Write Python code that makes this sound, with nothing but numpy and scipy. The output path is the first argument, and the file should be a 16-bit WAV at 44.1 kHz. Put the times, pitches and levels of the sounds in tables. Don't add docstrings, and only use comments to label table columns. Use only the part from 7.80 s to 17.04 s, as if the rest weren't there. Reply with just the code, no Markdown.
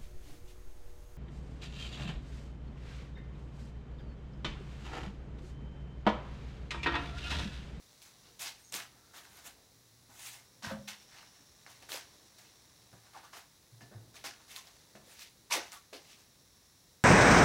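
import sys
import numpy as np
from scipy import signal
from scipy.fft import rfft, irfft
from scipy.io import wavfile
from scipy.ndimage import uniform_filter1d

SR = 44100
rng = np.random.default_rng(int(sys.argv[2]) if len(sys.argv) > 2 else 0)


def natural_amplitude(level_db):
    exponent = np.asarray(level_db, float) / 20
    return 10 ** exponent


def to_wav(s):
    ch = np.atleast_2d(s).T
    pcm = np.round(np.clip(ch, -1, 1) * 32767)
    wavfile.write(sys.argv[1], SR, pcm.astype(np.int16))


N = 407464


def unit(x):
    return x / np.sqrt(np.mean(x ** 2))


def bandpass(x, lo_hz, hi_hz):
    sos = signal.butter(2, [lo_hz, hi_hz], "bandpass", fs=SR, output="sos")
    return signal.sosfilt(sos, x)


def band(x, lo_hz, hi_hz):
    return unit(bandpass(x, lo_hz, hi_hz))


def walk(rate_hz):
    hold = int(SR / rate_hz)
    held = np.repeat(rng.standard_normal(N // hold + 1), hold)
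    return unit(uniform_filter1d(held, hold)[:N])


def add(out, s, x):
    i = int(s * SR)
    out[i:i + len(x)] += x[:N - i]


def swells(rows, rest_db):
    t = np.arange(N) / SR
    power = natural_amplitude(rest_db) ** 2
    for s, db, half_s in rows:
        power = power + natural_amplitude(db) ** 2 * np.exp(-2 * ((t - s) / half_s) ** 2)
    return np.sqrt(power)


def grit(density, scatter_db):
    hit = rng.random(N) < density / SR
    size = rng.exponential(size=N)
    return hit * rng.standard_normal(N) * natural_amplitude(scatter_db * size)


# (pitch [Hz], level per Hz [dB])
HISS_SLOPE = [(15, -62), (25, -3.5), (114, -6.5), (145, -7.5), (309, -15.5), (476, -17.5), (695, -20.5),
              (1160, -20.5), (1330, -24), (1940, -21), (2480, -25), (5730, -19), (8140, -23),
              (10400, -26.5), (16000, -23)]
# (pitch [Hz], width [Hz], boost [dB])
CAVITY_PEAKS = [
    (3910, 710, 5),
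    (5790, 420, 1.5),
    (10470, 800, 8),
    (3030, 330, -3.5),
    (25.4, 20, -19),
    (13100, 1100, -1.5),
]


def microphone_colour(x):
    f = np.maximum(np.fft.rfftfreq(N, 1 / SR), 1)
    hz, db = np.transpose(HISS_SLOPE)
    colour = np.interp(np.log(f), np.log(hz), db)
    for centre, width, boost_db in CAVITY_PEAKS:
        colour += boost_db / (1 + (2 * (f - centre) / width) ** 2)
    return irfft(rfft(x) * natural_amplitude(colour), N)


def hiss():
    return unit(microphone_colour(rng.standard_normal(N))) * natural_amplitude(-65)


# (loudest at [s], level [dB], half length [s])
RUSTLES = [
    (.3, -67, 0.86),
    (1.36, -68.5, 0.13),
    (3.3, -67, 0.65),
    (4.15, -64.5, 0.38),
    (4.7, -67.5, 0.98),
    (6.8, -65, 0.46),
    (7.87, -64, .08),
    (8.3, -66, 0.14),
]


def clothes(rustle):
    return band(rustle, 456, 7600) * swells(RUSTLES, -70)


# (loudest at [s], level [dB], half length [s])
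RUMBLES = [
    (.5, -74.5, 0.25),
    (1.6, -71, 0.77),
    (3.0, -71.5, 0.59),
    (4.4, -71.5, 0.99),
    (6.25, -68.5, 0.34),
    (7.3, -71.5, 1),
    (9.1, -77.5, 0.26),
]


def distant_rumble():
    return band(rng.standard_normal(N), 60, 460) * swells(RUMBLES, -79) * natural_amplitude(1.8 * walk(7.8))


# (loudest at [s], level [dB], half length [s])
HUMS = [
    (.8, -70, .4),
    (2.2, -69, 0.47),
    (2.75, -69, 0.62),
    (4.05, -70, 0.24),
    (5.1, -70.5, 0.45),
    (6.4, -70, .25),
    (7.8, -73, 0.15),
]


def motor_hum():
    tone = np.sin(2 * np.pi * np.cumsum(117 + 4.0 * walk(14)) / SR)
    return tone * natural_amplitude(1.5 * walk(12)) * swells(HUMS, -92)


# (loudest at [s], level [dB], half length [s])
LEAKS = [
    (3.3, -72, 0.7),
    (4.6, -77, .8),
    (8.9, -76, 0.46),
]


def air_leak(rustle):
    return band(rustle, 5050, 5700) * swells(LEAKS, -93)


def background():
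    rustle = microphone_colour(grit(9000, 1.5))
    return hiss() + clothes(rustle) + distant_rumble() + motor_hum() + air_leak(rustle)


# (start [s], time to full weight [s], grit level [dB],
# rubber body over grit [dB], fine dust over grit [dB])
STEPS = [(.215, 0.0078, -60, -17, 0), (.592, 0.027, -46, -5, 2), (.62, 0.052, -44, -9, -6.5),
         (.921, 0.031, -43, -7, 0), (.95, 0.041, -46, -4, -5), (1.335, 0.044, -54.5, -1.5, -1),
         (1.64, 0.026, -54, -3, 1), (2.823, 0.029, -44.5, 0, -12), (3.075, 0.0098, -43, -8, -6.5),
         (3.862, .003, -60, 1.5, -20), (4.088, 0.042, -43.5, -6.5, -2), (4.125, 0.034, -46.5, -5, -3),
         (4.58, .006, -61, -4, 0.5), (5.527, 0.0086, -53.5, 2, -7), (5.54, 0.031, -54.5, -1, -2.5),
         (6.34, 0.027, -54.5, -5.5, -6), (6.44, 0.022, -44.5, -5, -6), (6.757, 0.0036, -50.5, -11, 0),
         (7.39, 0.031, -51.5, -11.5, -4), (7.735, 0.011, -46.5, 6, -5), (7.915, 0.0088, -52.5, -4, 0.5),
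         (7.925, 0.017, -58.5, -0.5, 0), (8.129, 0.01, -50.5, -10, -8)]
SLIDES = [(.2, 0.062, -65, -3.5, 1), (.42, 0.039, -64.5, -8, -18), (.74, 0.069, -70.5, -4, 2),
          (1.09, 0.069, -74, 4, -10), (1.43, 0.021, -63.5, 0.5, -1), (1.47, .12, -59.5, -2.5, -1.5),
          (2.3, 0.1, -60, -3.5, 2.5), (2.39, 0.083, -50, -10.5, 2), (2.48, 0.066, -57.5, -3, 1),
          (3.18, 0.041, -66, -9, -5), (3.28, 0.11, -56, -3, -15), (3.52, 0.034, -67.5, -4, -8),
          (3.87, 0.037, -60, -5, -3), (4.59, 0.062, -65, -5, -14), (5.22, .05, -68, 1, -7),
          (6.56, 0.045, -68.5, 2, -9), (6.68, 0.036, -52.5, -9, -2.5), (6.72, 0.039, -59.5, -5, -3),
          (6.81, 0.069, -64, -5, -5), (7.24, 0.083, -61, -3, -1), (7.31, 0.092, -59.5, -10, -5),
          (7.8, 0.063, -57, -6, -10), (8.22, 0.094, -58.5, -10, -8), (8.33, 0.073, -67, -6, -4)]
STAMPS = [
    (7.698, 0.012, -38, -4, -8),
    (7.703, 0.024, -29, -8.5, -8),
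]
# (start [s], time to full weight [s], grit level [dB],
# rubber body over grit [dB], weight on sole over grit [dB])
TREADS = [(.47, 0.023, -72.5, -14, 5.5), (.93, .02, -55.5, 0, -1), (1.338, .004, -64.5, 8, -5),
          (4.1, 0.036, -56, -6, 1.5), (6.44, 0.0027, -49.5, -4, -3.5), (1.76, 0.035, -77, 6, 7.5),
          (2.29, 0.025, -72.5, 7.5, 6), (2.87, 0.025, -52.5, 7.5, -8), (2.905, 0.013, -57.5, 7, 2),
          (4.02, .008, -60, -3.5, -2), (5.128, .003, -69.5, 7, 11), (5.334, 0.039, -59, 2, -4.5),
          (5.429, 0.013, -60, 2.5, -10), (6.007, .008, -61, -0.5, 1), (6.112, 0.017, -72.5, 12, 13.5),
          (7.151, .003, -61.5, 2.5, 4), (7.754, 0.0089, -46, 1, 5), (8.128, .003, -57.5, 1.5, 7.5)]
# (first contact below full level [dB], fading [dB per s])
STEP, SLIDE, TREAD = (-10, 215), (-12, 164), (-5.5, 228)
STAMP = (-27, 253)
FADE_SHARES = (1.01, 1.14, 1.025, 1.28)


def pressure():
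    power, t = np.zeros((4, N)), np.arange(SR // 2) / SR
    moves = []
    for rows, kind in ((STEPS, STEP), (SLIDES, SLIDE), (STAMPS, STAMP)):
        for s, rise, db, body, dust in rows:
            moves.append((s, rise, db, (0, body - 12.5, body, dust), kind))
    for s, rise, db, body, weight in TREADS:
        moves.append((s, rise, db, (0, weight, body, -7.5), TREAD))
    for s, rise, db, mix, (touch_db, fade_db_s) in moves:
        rise = max(rise, .002)
        for layer, rel_db, share in zip(power, mix, FADE_SHARES):
            press = touch_db * np.maximum(1 - t / rise, 0)
            fade = fade_db_s * share * np.maximum(t - rise, 0)
            add(layer, s, natural_amplitude(2 * (db + rel_db + press - fade)))
    return np.sqrt(power)


def crunch(lo_hz, hi_hz, density, tilt_db, count):
    edges = np.geomspace(lo_hz, hi_hz, count + 1)
    out = np.zeros(N)
    for k, (lo, hi) in enumerate(zip(edges, edges[1:])):
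        stones = band(grit(density, 2.27), lo, hi)
        out += stones * natural_amplitude(1.25 * walk(35) + tilt_db * k)
    return unit(out)


def shoes():
    stutter = natural_amplitude(0.5 * walk(70))
    grit_gain, weight_gain, body_gain, dust_gain = uniform_filter1d(pressure(), size=130, axis=1) * stutter
    snaps = band(grit(900, 0.93), 1900, 8300)
    coarse = crunch(1854, 6480, 4000, 0.3, count=7) + 0.4 * snaps
    weight = crunch(253.0, 767, 1500, 1.44, count=4)
    body = crunch(644, 1888, 2000, 0.63, count=5)
    dust = crunch(6100, 16000, 9000, -.8, count=5)
    return grit_gain * coarse + weight_gain * weight + body_gain * body + dust_gain * dust


# (time [s], peak level [dB], pitch [Hz])
CRACKS = [(0.2179, -38, 5000), (0.595, -35, 5180), (0.9234, -25.5, 8000), (0.9405, -20.5, 5060),
          (0.9572, -32, 2890), (1.3394, -47, 1740), (1.452, -45, 1910), (2.3932, -41, 6000),
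          (2.4294, -39, 6780), (2.4607, -38, 4600), (2.824, -44, 1590), (2.8478, -31, 1570),
          (3.0802, -29, 2820), (3.2201, -48, 5340), (3.385, -38, 2190), (3.4286, -40, 1310),
          (3.8635, -33.5, 2050), (4.025, -44, 2740), (4.0915, -33, 1600), (4.1185, -23, 4000),
          (5.128, -46, 1320), (5.5348, -43, 1840), (6.008, -42, 1710), (6.7618, -23, 3620),
          (7.152, -43, 1350), (7.3931, -33.5, 5900), (7.409, -34, 5450), (7.9192, -31, 6000),
          (8.132, -33, 2860)]


def cracks():
    out, t = np.zeros(N), np.arange(600) / SR
    for s, db, hz in CRACKS:
        snap = 0.42 * rng.standard_normal(len(t)) * np.exp(-t / 0.00028)
        ring = np.sin(2 * np.pi * hz * t) * np.exp(-t / (0.00028 + .35 / hz))
        tick = snap + ring
        add(out, s + .001, natural_amplitude(db) * tick)
        add(out, s + 0.0017, natural_amplitude(db - 18.0) * tick)
    return bandpass(out, 700, 12000)


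# (start [s], end [s], first pitch [Hz], last pitch [Hz], level [dB])
SQUEAKS = [
    (.83, .92, 6600, 6450, -62),
    (.78, .92, 8650, 8500, -71),
    (.85, .92, 6600, 5000, -72),
    (1.05, 1.38, 1300, 1400, -73),
]


def squeaks():
    out, slip = np.zeros(N), band(rng.standard_normal(N), 4.5, 300)
    for s, end, first_hz, last_hz, db in SQUEAKS:
        n = int((end - s) * SR)
        tone = np.sin(2 * np.pi * np.cumsum(np.linspace(first_hz, last_hz, n)) / SR)
        blur = .9 + slip[int(s * SR):][:n]
        add(out, s, natural_amplitude(db) * tone * blur * signal.windows.tukey(n, .5))
    return out


def hollow(events, spread):
    out, t = np.zeros(N), np.arange(SR // 2) / SR
    for s, db, hz, t60, push in events:
        pair = np.sin(2 * np.pi * hz * t) + 0.43 * np.sin(2 * np.pi * hz * spread * t)
        swell = np.minimum(t / max(push, .001), 1)
        add(out, s, natural_amplitude(db) * pair * swell * natural_amplitude(-60 * t / t60))
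    return out


# (time [s], peak level [dB], pitch [Hz], ring t60 [s], push length [s])
KNOCKS = [(2.843, -36.5, 1573, 0.083, 0.0033), (2.904, -39, 538, 0.29, 0.0084),
          (2.965, -51, 558.5, 0.3, .008), (4.026, -55, 768, 0.091, 0.0045),
          (5.352, -39.5, 870, 0.079, 0.012), (.93, -51, 191, .2, 0.016), (5.342, -47, 1146, .08, .008),
          (5.362, -40, 772, 0.084, 0.0072), (5.442, -48, 1180, 0.061, 0.005),
          (6.772, -52.5, 1060, .14, .005), (7.708, -34, 960, .1, .006), (7.15, -57, 139, 0.18, 0.012),
          (6.012, -61.5, 1743, .35, 0.0046), (6.02, -50, 229, 0.12, 0.0058),
          (6.115, -51.5, 215, 0.15, 0.0065), (7.27, -52, 502, 0.062, .005),
          (7.737, -32.5, 860, 0.11, 0.006), (7.74, -50, 171.3, 0.076, 0.0089),
          (7.928, -47, 1240, 0.089, .007), (7.96, -47, 1140, 0.11, .01), (8.128, -44, 423, 0.15, 0.0059)]
BUMPS = [(2.287, -53.5, 251, 0.12, 0.011), (2.833, -40.5, 220.6, 0.24, 0.014),
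         (2.865, -33.5, 97, 0.17, 0.047), (2.916, -33.5, 215.5, 0.2, 0.01),
         (3.006, -48, 205.5, 0.37, 0.012), (3.599, -55, 243, 0.13, 0.011), (5.129, -53, 113, 0.2, 0.015),
         (5.922, -45, 117, 0.23, 0.023), (6.02, -48, 125, 0.26, 0.02), (6.147, -36, 109, 0.23, 0.031),
         (6.269, -53, 119, 0.26, 0.023), (7.151, -49, 211, 0.1, 0.0067), (8.124, -62, 257, 0.14, 0.014)]
THUDS = [
    (2.863, -40, 159, 0.19, 0.015),
    (2.929, -42.5, 162, 0.21, 0.0094),
    (2.979, -44, 136, 0.15, 0.013),
    (5.128, -54, 180, 0.12, 0.011),
]


def pallet_and_tyre():
    return hollow(KNOCKS, 1.2) + hollow(BUMPS, 1.12) + hollow(THUDS, 0.47)


def room(x):
    t, t60_s = np.arange(SR // 2) / SR, 0.22
    low, high = rng.standard_normal((2, len(t)))
    tail = band(low, 82, 3700) * natural_amplitude(-60 * t / t60_s)
    tail += band(high, 3300, 12000) * natural_amplitude(-60 * t / (0.8 * t60_s))
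    tail *= np.minimum(t / 0.0033, 1)
    return natural_amplitude(-12.5) * signal.fftconvolve(x, tail / np.sqrt(np.sum(tail ** 2)))[:N]


def scene():
    near = shoes() + cracks() + pallet_and_tyre()
    return (background() + near + room(near) + squeaks())[None]


def band_limit(x):
    return signal.sosfilt(signal.butter(12, 16480, fs=SR, output="sos"), x)


def record(dry):
    sos = signal.ellip(10, .2, 70, 15780, fs=SR, output="sos")
    return band_limit(signal.sosfilt(sos, dry))


dry = scene()
out = record(dry)
to_wav(out)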